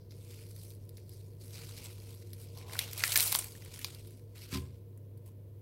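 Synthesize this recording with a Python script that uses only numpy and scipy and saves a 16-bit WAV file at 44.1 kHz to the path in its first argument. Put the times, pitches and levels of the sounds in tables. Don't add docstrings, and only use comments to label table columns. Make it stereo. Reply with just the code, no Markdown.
import sys
import numpy as np
from scipy import signal
from scipy.fft import rfft, irfft, next_fast_len
from scipy.io import wavfile
from scipy.ndimage import uniform_filter1d, map_coordinates

SR = 44100
rng = np.random.default_rng(int(sys.argv[2]) if len(sys.argv) > 2 else 0)


def to_wav(s):
    ch = np.atleast_2d(s).T
    pcm = np.round(np.clip(ch, -1, 1) * 32767)
    wavfile.write(sys.argv[1], SR, pcm.astype(np.int16))


def voltage_ratio(level):
    return 10 ** (np.asarray(level, float) / 20)


N = 247401


def unit(x):
    return x / np.sqrt(np.mean(x ** 2) + 1e-20)


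def along(points, hz):
    f, v = np.transpose(points)
    return np.interp(np.log(hz + 1), np.log(f + 1), v)


def curves(rows):
    s, *cols = np.transpose(rows)
    return [np.interp(np.arange(N) / SR, s, c) for c in cols]


def wobble(rate):
    knots = rng.standard_normal(int(N * rate / SR) + 4)
    return map_coordinates(knots, [np.arange(N) * rate / SR])


def resonance(f, hz, width_hz):
    return 1j * f * width_hz / (hz * hz - f * f + 1j * f * width_hz)


# [f/Hz, left-right likeness]
LIKENESS = [(60, 0.7), (180, 0.9), (550, 0.57), (1650, 0.12), (4970, 0.0044), (15000, 0.066)]


def paired(x, gain):
    m = next_fast_len(N + 8192)
    hz = np.fft.rfftfreq(m, 1 / SR)
    turn = np.arccos(np.clip(along(LIKENESS, hz), -1, 1)) / 2
    mid, side = irfft(rfft(x, m) * gain(hz) * [np.cos(turn), np.sin(turn)], m)[:, :N]
    return unit(np.array([mid + side, mid - side]))


def strokes(rows):
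    s, rise_s, fall_s, db, wet_db = np.transpose(rows)[:, :, None]
    still_db = -91
    t = np.arange(0, N + 64, 64) / SR
    level_db = db - 20 * np.maximum((s - t) / rise_s, (t - s) / fall_s)

    def total(d):
        power = voltage_ratio(2 * d).sum(axis=0) + voltage_ratio(2 * still_db)
        return np.interp(np.arange(N) / SR, t, 10 * np.log10(power))

    return total(level_db), total(level_db + wet_db)


# [t/s, level/dB]
HUM = [(0, -56), (.55, -52), (2.1, -53), (2.8, -51), (3.45, -53.5), (4.2, -53.5), (4.8, -53.5), (5.61, -52)]
# [f/Hz, level/dB per Hz]
ROOM_TONE = [(60, -25), (80, 12.5), (150, 3.5), (250, -6.5), (350, -1), (400, -5), (470, -7.5), (620, -8.5),
             (800, -22.5), (1000, -14.5), (1400, -55), (3000, -120)]
# [f/Hz, width/Hz, level/dB]
ROOM_MODES = [(134, 11, 5), (165, 4, 3), (251, 6.9, 9.5), (358, 13, 2.5), (466, 16, 15.5)]
# [f/Hz, level/dB per Hz]
DEEP = [(15, -16.5), (30, -11), (50, -2), (75, -4), (110, -46.5)]
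# [f/Hz, level/dB per Hz]
HISS = [(700, -37), (1200, -10), (2400, -11.5), (4500, -15), (7400, -21), (11700, -9), (16000, -7.5)]


def fridge():
    hum_hz = 100.3
    effort_db = uniform_filter1d(strokes(list(TURNING) + list(PULLING))[0], size=20000)
    stir_db = effort_db + 60.0
    rumble_db = -57 + 0.054 * stir_db
    deep_db = -66.5 + 0.13 * stir_db
    hiss_db = -74.5

    def noise(gain):
        return paired(rng.standard_normal((2, N)), gain)

    def room_gain(f):
        modes = sum(voltage_ratio(db) * np.abs(resonance(f, hz, width_hz)) for hz, width_hz, db in ROOM_MODES)
        return voltage_ratio(along(ROOM_TONE, f)) * (1 + modes)

    phase = 2 * np.pi * hum_hz * np.arange(N) / SR + 1.82 * wobble(3)
    hum = np.sqrt(2) * voltage_ratio(curves(HUM)[0] + 0.45 * wobble(9.1)) * np.sin(phase)
    rumble = voltage_ratio(rumble_db + 0.5 + 0.2 * wobble(1.4)) * noise(room_gain)
    deep = voltage_ratio(deep_db + 1.5) * noise(lambda f: voltage_ratio(along(DEEP, f)))
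    hiss = voltage_ratio(hiss_db + 1.5) * noise(lambda f: voltage_ratio(along(HISS, f)))
    return hum + rumble + deep + hiss


LANDING_S = [
    4.524,
    4.536,
    4.55,
    4.56,
    4.577,
    4.597,
    4.633,
    4.688,
]
# [level/dB, push length/s]
LANDING = [(-31.5, 0.003), (-34, 0.0025), (-26, 0.004), (-35, 0.007), (-37, 0.0024), (-24.5, 0.016),
           (-29, 0.016), (-39, 0.0104)]
# [f/Hz, level/dB, t60/s]
POT = [(79.2, -3.5, 0.39), (130, 7.5, 0.56), (200, -1, 0.17), (268.3, 2.5, 0.23), (373.5, 4, 0.28),
       (1031, -4.5, 0.1153)]
# [f/Hz, level/dB, t60/s]
POT_WALL = [(1640, -24, .016), (2090, -24, .014), (2500, -26, .012)]


def landing():
    t, grit = np.arange(N) / SR, rng.standard_normal(N)
    grit = grit - uniform_filter1d(grit, size=40)
    force = 0
    for s, (db, push_s) in zip(LANDING_S, LANDING):
        u = np.clip(t - s, 0, 1) / push_s
        bump = u * np.exp(1 - u)
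        force = force + voltage_ratio(db) * bump * (1 + 0.45 * (0.0022 / push_s) ** 2 * grit)
    f = np.fft.rfftfreq(N, 1 / SR)
    modes = 0
    for k, (hz, db, t60) in enumerate(list(POT) + list(POT_WALL)):
        width_hz = np.log(1000) / np.pi / t60
        modes = modes + (-1) ** k * voltage_ratio(db) * resonance(f, hz, width_hz)
    radiation = (f / 100) / (1 + f / 1500)
    return voltage_ratio(12.0) * irfft(rfft(force) * modes * radiation, N)


def grainy(per_s, spread_db, share):
    sizes = (rng.random(N) < per_s / SR) * voltage_ratio(spread_db * np.minimum(rng.exponential(size=N), 3))
    decay = voltage_ratio(-60 * np.arange(400) / SR / .008)
    burst = np.convolve(sizes, decay)[:N]
    share = np.clip(share, 0, 1)
    return (np.sqrt(1 - share) + np.sqrt(share) * unit(burst)) * rng.standard_normal((2, N))


def patchy(x, depth_db):
    z = signal.stft(x, nperseg=256)[2]
    field = uniform_filter1d(rng.standard_normal(z.shape[1:]), size=5, axis=0)
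    field = uniform_filter1d(field, size=10, axis=1)
    return signal.istft(z * voltage_ratio(depth_db * unit(field)), nperseg=256)[1][:, :N]


# [hardest t/s, rise/s, fall/s, effort level/dB, wetness/dB]
TURNING = [(.13, 0.041, 1.5, -68.5, 4.5), (.322, 0.14, 0.24, -58, 1), (.46, 0.29, 0.14, -65.5, 3),
           (.63, 0.37, 0.17, -67, 12), (.72, 0.18, 0.093, -70.5, 9), (.98, 0.1, 0.22, -72, 6.5),
           (1.137, 0.11, 0.27, -67.5, 7.5), (1.41, 0.018, 2.1, -64, 6), (1.57, 0.12, 0.58, -52.5, -1),
           (1.68, 0.53, 0.047, -79, 9), (1.78, 0.039, 0.044, -51, 2), (1.856, 0.05, 0.071, -51.5, 2.5),
           (1.918, 0.3, 0.014, -56, -1.5), (2.105, 0.26, 0.27, -59.5, 2), (2.432, 0.13, 0.14, -60, 6)]
# [t/s, rise/s, fall/s, level/dB, wetness/dB]
PULLING = [(2.52, 0.071, 0.33, -65, -1), (2.582, 0.037, 0.075, -53.5, -2.5),
           (2.68, 0.27, 0.18, -59.5, -13.5), (2.739, 0.084, 0.22, -47.5, 0), (2.806, 0.043, 0.22, -43, -1),
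           (2.993, 0.069, 0.25, -41, -1.5), (3.045, 0.023, 0.19, -37, 3.5), (3.125, 0.044, .1, -37.5, 6),
           (3.163, 0.004, 0.03, -30, 6), (3.188, .02, 0.05, -31.5, 4), (3.214, .03, 0.22, -37, 10),
           (3.28, .1, 0.36, -48, 5), (3.33, 0.02, 0.091, -41.5, 1), (3.365, .03, .07, -44, 8),
           (3.4, .03, 0.09, -52, 2.5), (3.45, .01, .15, -59, 0.5), (3.66, .2, 0.43, -60.5, -4.5),
           (3.74, .15, .1, -54.5, 0), (3.82, 0.2, 0.23, -53, 2), (3.862, 0.046, 0.22, -50, -1.5),
           (4.086, 0.27, 0.22, -68, 6.5)]
# [t/s, rise/s, fall/s, level/dB, wetness/dB]
LETTING_GO = [
    (4.355, 0.011, 0.36, -58, 0),
    (4.435, 0.093, 0.063, -52.5, -1.5),
    (4.518, 0.025, 0.15, -48.5, -1.5),
    (4.55, 0.059, 0.055, -39, -2),
]
# [t/s, rise/s, fall/s, level/dB, wetness/dB]
SETTLING = [
    (4.64, .1, 0.12, -68, -5),
    (5.271, .03, .06, -70, 9),
]
# [t/s, level/dB]
OVER_POT = [(0, -7), (.84, -11), (1.3, -18.5), (1.78, -7.5), (2.4, -11.5), (2.65, 4), (2.8, -6), (3.2, -12),
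            (3.36, -3), (3.8, -10.5), (4.55, -14), (4.66, -2), (5.3, 6)]
# [t/s, level/dB]
CUPPED = [(0, 15.5), (.25, -19.5), (.6, -0.5), (.8, -8), (1.15, -1), (1.45, -5.5), (1.58, -11.5),
          (1.75, -11), (1.9, -13.5), (2.2, -12), (2.58, -10), (2.65, -19.5), (2.82, -15), (3.05, -20),
          (3.3, -11.5), (3.75, -25), (4.1, -9), (4.6, -15)]
# [f/Hz, level/dB per Hz]
LEAF = [(590, -38.5), (1000, -3), (1720, -1.5), (2250, 3), (3050, 2), (4060, 2), (6380, -7), (8000, -8),
        (10400, -42), (17600, -120)]
# [f/Hz, level/dB per Hz]
FIZZ = [(4000, -23.5), (6000, -5), (7000, -4.5), (8500, 1.5), (12600, 1.5), (15200, -6.5), (17000, 0.5)]
# [f/Hz, width/Hz, level/dB]
POT_AIR = [(593, 150, 8), (1051, 90, 13), (1470, 120, -2.5), (1980, 680, 5)]


def leaves():
    cup_hz, cup_width_hz = 4780, 2500
    rustle_db, fizz_db = strokes(list(TURNING) + list(PULLING) + list(LETTING_GO) + list(SETTLING))
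    air_db = rustle_db + curves(OVER_POT)[0]
    cup_db = rustle_db + curves(CUPPED)[0]
    clump = wobble(35)
    strain = np.clip((strokes(PULLING)[0] + 52) / 12, 0, 1)
    rub = patchy(grainy(350, spread_db=3.5, share=.33 - .23 * strain), depth_db=2.0)
    fine = patchy(grainy(450, spread_db=3.5, share=.33 - .21 * strain), depth_db=3)

    def air_gain(f):
        modes = sum((-1) ** k * voltage_ratio(db) * resonance(f, hz, width_hz)
                    for k, (hz, width_hz, db) in enumerate(POT_AIR))
        return modes * resonance(f, 930, 1500)

    cup = paired(rub, lambda f: resonance(f, cup_hz, cup_width_hz) ** 2)
    rustle = paired(rub, lambda f: voltage_ratio(along(LEAF, f)))
    rustle = unit(voltage_ratio(0.88 * clump + 0.43 * wobble(15)) * rustle)
    fizz = paired(1.4 * rub + 0.35 * fine, lambda f: voltage_ratio(along(FIZZ, f)))
    fizz = unit(voltage_ratio(1.0 * clump + 0.81 * wobble(25)) * fizz)
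    air = paired(rub, air_gain)
    rubbing = voltage_ratio(rustle_db - 4.0) * rustle + voltage_ratio(fizz_db - 1.5) * fizz
    return rubbing + voltage_ratio(air_db - 5.5) * air + voltage_ratio(cup_db) * cup


# [f/Hz, t60/s]
KITCHEN = [(500, 0.68), (3000, 0.11), (12000, 0.04)]


def kitchen(count):
    hz, t, z = signal.stft(rng.standard_normal((count, 2, 8192)), SR, nperseg=256)
    fade = voltage_ratio(-60 * t / along(KITCHEN, hz)[:, None])
    tail = signal.istft(z * fade, SR, nperseg=256)[1]
    return tail / np.linalg.norm(tail, axis=2, keepdims=True)


def breaks(rows, t60_ms, usual_db, quicker):
    s, db, thick_db, crisp_db, pan_db = np.transpose(rows)
    peak_db = db + np.maximum(crisp_db, 0)
    decay_ms = t60_ms * voltage_ratio(quicker * (usual_db - peak_db))
    return np.transpose([s, db + thick_db, db, db + crisp_db, pan_db, decay_ms])


PEEL_MS = 55


def cracks(rows, bands, scatter_s, scatter_db, room_db, lag):
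    s, low_db, middle_db, high_db, pan_db, t60_ms = np.transpose(rows)[:, :, None, None]
    t, f = np.arange(2048) / SR, np.fft.rfftfreq(4096, 1 / SR)
    noise = rng.standard_normal((len(rows), 3, len(t)))
    place = rng.uniform(-1, 1, (len(rows), 3))[:, :, None, None]
    shared = noise[:, :1] * .8 + noise[:, 1:] * .6
    shape = voltage_ratio(-60 * t / (t60_ms * .0004)) + voltage_ratio(scatter_db - 60 * t / scatter_s)
    peels = np.isclose(t60_ms, PEEL_MS)
    rise_s = np.where(peels, .0015, .0001)
    wave = shared * shape * (1 - np.exp(-t / rise_s))
    wave[..., 3] += 3.5 * np.sign(noise[:, :1, 0]) * ~peels[..., 0]
    burst = rfft(wave, 4096)
    burst /= np.sqrt(uniform_filter1d(np.abs(burst) ** 2, size=70, axis=2))
    low_hz = 2050 * 2 ** (-np.clip(low_db - middle_db, -3, 8) / 14)
    layers = [(low_db, low_hz, 1400), (middle_db, *bands[0]), (high_db, *bands[1])]
    dry = 0
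    for k, (db, hz, width_hz) in enumerate(layers):
        ring_hz = hz * 1.08 ** place[:, k]
        body = resonance(f, hz, width_hz)
        ring = resonance(f, ring_hz, ring_hz * .25)
        band = irfft(burst * body * (body + .5 * ring))[..., :len(t)]
        dry = dry + voltage_ratio(db) * band / np.abs(band).max(axis=2, keepdims=True)
    dry *= voltage_ratio(-2.0 + pan_db * [[.5], [-.5]])
    wet = voltage_ratio(room_db) * signal.fftconvolve(dry, kitchen(count=len(rows)), axes=2)
    out = np.zeros((2, N + SR))
    for start, near, far in zip(np.round(s.ravel() * SR).astype(int), dry, wet):
        out[0, start + lag:][:len(t)] += near[0]
        out[1, start:][:len(t)] += near[1]
        out[:, start + 130:start + 130 + far.shape[1]] += far
    return out[:, :N]


# [t/s, level/dB, thickness/dB, crispness/dB, left-right/dB]
TICKS = [(.1206, -44, -7.5, 0, -5.5), (.563, -40.5, -15, 1, -3), (.6341, -44, -34, 5.5, 5),
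         (.6512, -51.5, -30, 12, -5.5), (.7047, -40, -23, 2, -5.5), (.7498, -53, -30, 9.5, 1.5),
         (.8516, -61, -12, 10.5, 5), (.8925, -46, -38, 11, -2.5), (.9707, -41.5, -21, -25, -8.5),
         (.9735, -51, -20, 14.5, -1), (1.1252, -46, -18, -10, -1), (1.0939, -47, -22, 11, -4.5),
         (1.1366, -51.5, -22, 7.5, -8.5), (1.4805, -48, -17, -3, -5), (1.6863, -59.5, -7, 7, 2.5),
         (1.8425, -45.5, -17, 11, -5), (2.0007, -41.5, -23, -7, 4), (2.2229, -45.5, -9, -9.5, 8),
         (2.3041, -50.5, -26, 3, 0.5), (2.3327, -33, -22, 2, -4.5), (2.4416, -50.5, -19, 11, -2),
         (2.5744, -37.5, -20, 2, -1)]
# [t/s, level/dB, thickness/dB, crispness/dB, left-right/dB]
LAST_TICKS = [(3.521, -35.5, -26, -0.5, 0.5), (3.6482, -57.5, 5.5, 24.5, 2), (3.7724, -52.5, 0, 6, -4),
              (3.7918, -35, -18, 9.5, -2), (3.8455, -16.5, -27, -3, 0.5), (3.9478, -37, -24, 4.5, 0),
              (4.1073, -53.5, -2, 11.5, 1), (4.1712, -54.5, -18, 5.5, 4.5), (4.9754, -73.5, 7.5, 28, 4.5)]
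# [t/s, level/dB, thickness/dB, crispness/dB, left-right/dB]
CREASES = [(.3343, -50, -5, -0.5, -2), (.3908, -47, -3, -6, 1), (.4138, -61, 2, 11, -3),
           (.5082, -57, -1, 16, -1), (.5683, -69.5, -17, 0.5, -7), (.5772, -54, -9, 10, 0.5),
           (.6146, -58, -9, 4, -4), (.6943, -63, -13, 12.5, -2), (.9813, -46, -6, 0, 8),
           (1.1439, -56, -22, -1.5, -2), (1.2118, -72.5, -17, -2, -3), (1.3999, -67, -3, 13, -5),
           (1.4286, -57, -22, -7, -1), (1.8385, -48.5, -10, 2, -1), (1.908, -47.5, -9, 2, 1),
           (2.0712, -55.5, -6, 5.5, -0.5), (2.1482, -54, -9, 14.5, 6), (2.2061, -58, -13, 6.5, -3),
           (2.4238, -48, -13, 6.5, -3), (2.5563, -50, -9, 3, 0), (2.6132, -44, -2, -3, 4),
           (3.66, -41, -3, -4, 2.5), (3.7407, -43, -12, -0.5, 3.5), (3.7598, -43.5, -7, -1, -1),
           (3.9319, -52.5, -11, 5.5, -4), (4.1945, -50, -10, -2.5, 2)]
# [t/s, level/dB, thickness/dB, crispness/dB, left-right/dB]
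FLICKS = [(.108, -44, -18, -12, 0), (1.775, -42, -5.5, 2, 0), (3.6197, -43, -2, -6, 2.5),
          (4.0712, -48, -21, 5.5, -1.5), (4.487, -48, -21.5, 3, -1.5), (5.1732, -59, -12.5, 5.5, 1.5),
          (5.26, -62, -19, 14.5, 8), (5.276, -71, -15.5, 18, 1.5)]
# [f/Hz, width/Hz]
LEAF_BANDS = [(4800, 3750), (9800, 7600)]


def leaf_ticks():
    crisp = list(TICKS) + list(LAST_TICKS) + list(CREASES)
    rows = np.vstack([breaks(crisp, t60_ms=16, usual_db=-42, quicker=0.058),
                      breaks(FLICKS, t60_ms=100, usual_db=0, quicker=0)])
    return cracks(rows, LEAF_BANDS, scatter_s=.04, scatter_db=-17, room_db=-12, lag=3)


# [t/s, f/Hz, level/dB, t60/s]
HOLLOW = [(2.7902, 2090, -26, 0.028), (3.0368, 1710, -24.5, 0.032), (3.0362, 1380, -28.5, 0.03),
          (3.0378, 2034, -31, .03), (3.0378, 2830, -25, 0.017), (3.1558, 1760, -26, 0.066),
          (3.1968, 2515, -25, .03), (3.3257, 1010, -28.5, 0.017), (3.351, 1040, -20, 0.0091),
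          (3.552, 1790, -47, 0.026), (3.791, 1740, -46, 0.026), (3.8464, 1050, -37, 0.014),
          (3.8452, 2420, -31.5, 0.025)]


def hollow():
    soft_s, left_lag, left_db = .0006, 6, -2
    out, t = np.zeros((2, N + SR)), np.arange(4096) / SR
    for s, hz, db, t60 in HOLLOW:
        drift = 0.074 * np.cumsum(rng.standard_normal((2, len(t))), axis=1)
        envelope = voltage_ratio(db - 60 * t / t60) * (1 - np.exp(-t / soft_s))
        ring = envelope * np.sin(2 * np.pi * hz * t + drift)
        start = round(s * SR)
        out[0, start + left_lag:][:len(t)] += voltage_ratio(left_db) * ring[0]
        out[1, start:][:len(t)] += ring[1]
    return out[:, :N]


# [t/s, level/dB, thickness/dB, crispness/dB, left-right/dB]
FIBRES = [(2.7305, -36, -6, 0.5, -1.5), (2.7335, -32, -2, 1, -2), (2.7908, -14, -24, -1, -6.5),
          (2.9104, -42.5, -3, 5.5, 2.5), (2.9317, -27, -11.5, 4, 0), (2.9934, -27, -14, 2, 0),
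          (3.0376, -10.5, -1.5, -5, -0.5), (3.0657, -29.5, -4, 4.5, -5), (3.0778, -18, -14.5, 3.5, 0),
          (3.1049, -31.5, -4, 4.5, -1), (3.1272, -21.5, -10.5, 2.5, -2.5), (3.1582, -8.5, -12.5, 2.5, 5.5),
          (3.1598, -16.5, -3.5, -1.5, -2), (3.1615, -23.5, -5, -1.5, 1), (3.1651, -16, -14, 5.5, -2),
          (3.1751, -13, -19, 11, -8), (3.1985, -12, -18.5, -0.5, 0), (3.2047, -25.5, -16, 5.5, 0.5),
          (3.2056, -14, -26, 8.5, 6.5), (3.2258, -20, -15.5, 1.5, -6.5), (3.2372, -23, -18.5, 5.5, -1.5),
          (3.2593, -32, -11, 10, -2), (3.3075, -40, -6, 10, -3), (3.3206, -19.5, -20.5, 3, -5.5),
          (3.3253, -16.5, -12, 7, 4.5), (3.3501, -14, -27, -0.5, -9.5), (3.3579, -22, -18.5, 13, 1.5),
          (3.3592, -27, -14.5, 11.5, 3), (3.3668, -33, -14, 12, -0.5), (3.4428, -32.5, -5.5, 8, 4)]
# [t/s, level/dB, thickness/dB, crispness/dB, left-right/dB]
STRINGS = [(2.8762, -41.5, -1, 2.5, 4.5), (2.9765, -30.5, -13, 4.5, 0.5), (3.0037, -34, -2.5, -12.5, -11),
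           (3.1184, -26, -13, -14.5, -8), (3.2745, -29, -13, 8.5, -6.5), (3.3225, -23, -16, 5, 3),
           (3.344, -25, -18.5, 6, 5.5), (3.3875, -24.5, -28, 8.5, 3), (2.838, -34, -5.5, -4, -1.5),
           (3.4225, -31, -7, -12.5, 1)]
# [t/s, level/dB, thickness/dB, crispness/dB, left-right/dB]
SPLINTERS = [(2.6962, -43, 0, -2.5, 8.5), (2.7107, -45.5, 3, 1, -1), (2.7227, -42, -2, 1.5, -3.5),
             (2.748, -37.5, -4, 1.5, -3), (2.7536, -38, 7, -2, -0.5), (2.7668, -34.5, -6, 1, -4),
             (2.7943, -27, -18, 5, 3.5), (2.8268, -36.5, -18, 3, -3), (2.9502, -46.5, -8.5, -2, -2),
             (2.9839, -38.5, -7.5, 9.5, 0.5), (2.9971, -36, -4.5, 4, 2), (3.0184, -37, 0.5, 1, -3),
             (3.0226, -36, 3, 1.5, -3), (3.0438, -30.5, -6.5, -1, 1.5), (3.0567, -35.5, -7.5, 4, -2),
             (3.1395, -31.5, -1.5, 9, 2), (3.1441, -34.5, 2.5, 7.5, 3), (3.1869, -25, -14, 3.5, -3),
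             (3.1927, -28, -14.5, 4.5, -9), (3.2165, -24, -11.5, 3.5, -1.5), (3.2314, -33.5, -9.5, 6, 2),
             (3.2666, -36.5, -11, 6.5, -4), (3.2874, -37, -10.5, 10.5, -2), (3.2934, -39, -8.5, 7.5, -0.5),
             (3.3785, -41.5, -8.5, 6.5, -0.5), (3.393, -35, -12, 6, 0.5), (3.3995, -43.5, -12, 6, 0.5)]
# [t/s, f/Hz]
SKIN = [(2.79, 9800), (2.93, 12000), (3.038, 9500), (3.078, 10500), (3.128, 12500), (3.158, 13000),
        (3.165, 12500), (3.175, 11000), (3.1985, 9500), (3.2056, 10500), (3.2165, 9000), (3.226, 11500),
        (3.32, 11500), (3.3255, 10000), (3.358, 10500), (3.388, 8800), (3.4435, 10500)]


def stalk():
    rows = np.vstack([breaks(FIBRES, t60_ms=26, usual_db=-20, quicker=.4),
                      breaks(STRINGS, PEEL_MS, usual_db=0, quicker=0),
                      breaks(SPLINTERS, t60_ms=26, usual_db=0, quicker=0)])
    skin_hz = np.interp(rows[:, 0], *np.transpose(SKIN))[:, None, None]
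    bands = [(3830, 3400), (skin_hz, 5400)]
    return cracks(rows, bands, scatter_s=.03, scatter_db=-20, room_db=-15, lag=6)


def scene():
    return fridge() + landing() + leaves() + leaf_ticks() + hollow() + stalk()


def low_pass(x):
    return signal.sosfilt(signal.butter(12, 16660, fs=SR, output="sos"), x)


PORTS_DB = [
    [2],
    [3],
]


def record(dry):
    top_hz, ceiling_hz = 15800, 16660
    x = np.clip(dry * voltage_ratio(PORTS_DB), -1, 1)
    m = next_fast_len(N)
    spectrum, hz = rfft(x, m), np.fft.rfftfreq(m, 1 / SR)
    top = irfft(spectrum * (hz > top_hz), m)[:, :N]
    over = irfft(spectrum * (hz > ceiling_hz), m)[:, :N]
    power = (top ** 2).sum(axis=0)
    sudden = uniform_filter1d(power, size=60) > 14 * uniform_filter1d(power, size=2000)
    keep = np.clip(8 * uniform_filter1d(1. * sudden, size=256), 0, 1)
    return low_pass(x - top + .4 * keep * (top - over))


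dry = scene()
out = record(dry)
to_wav(out)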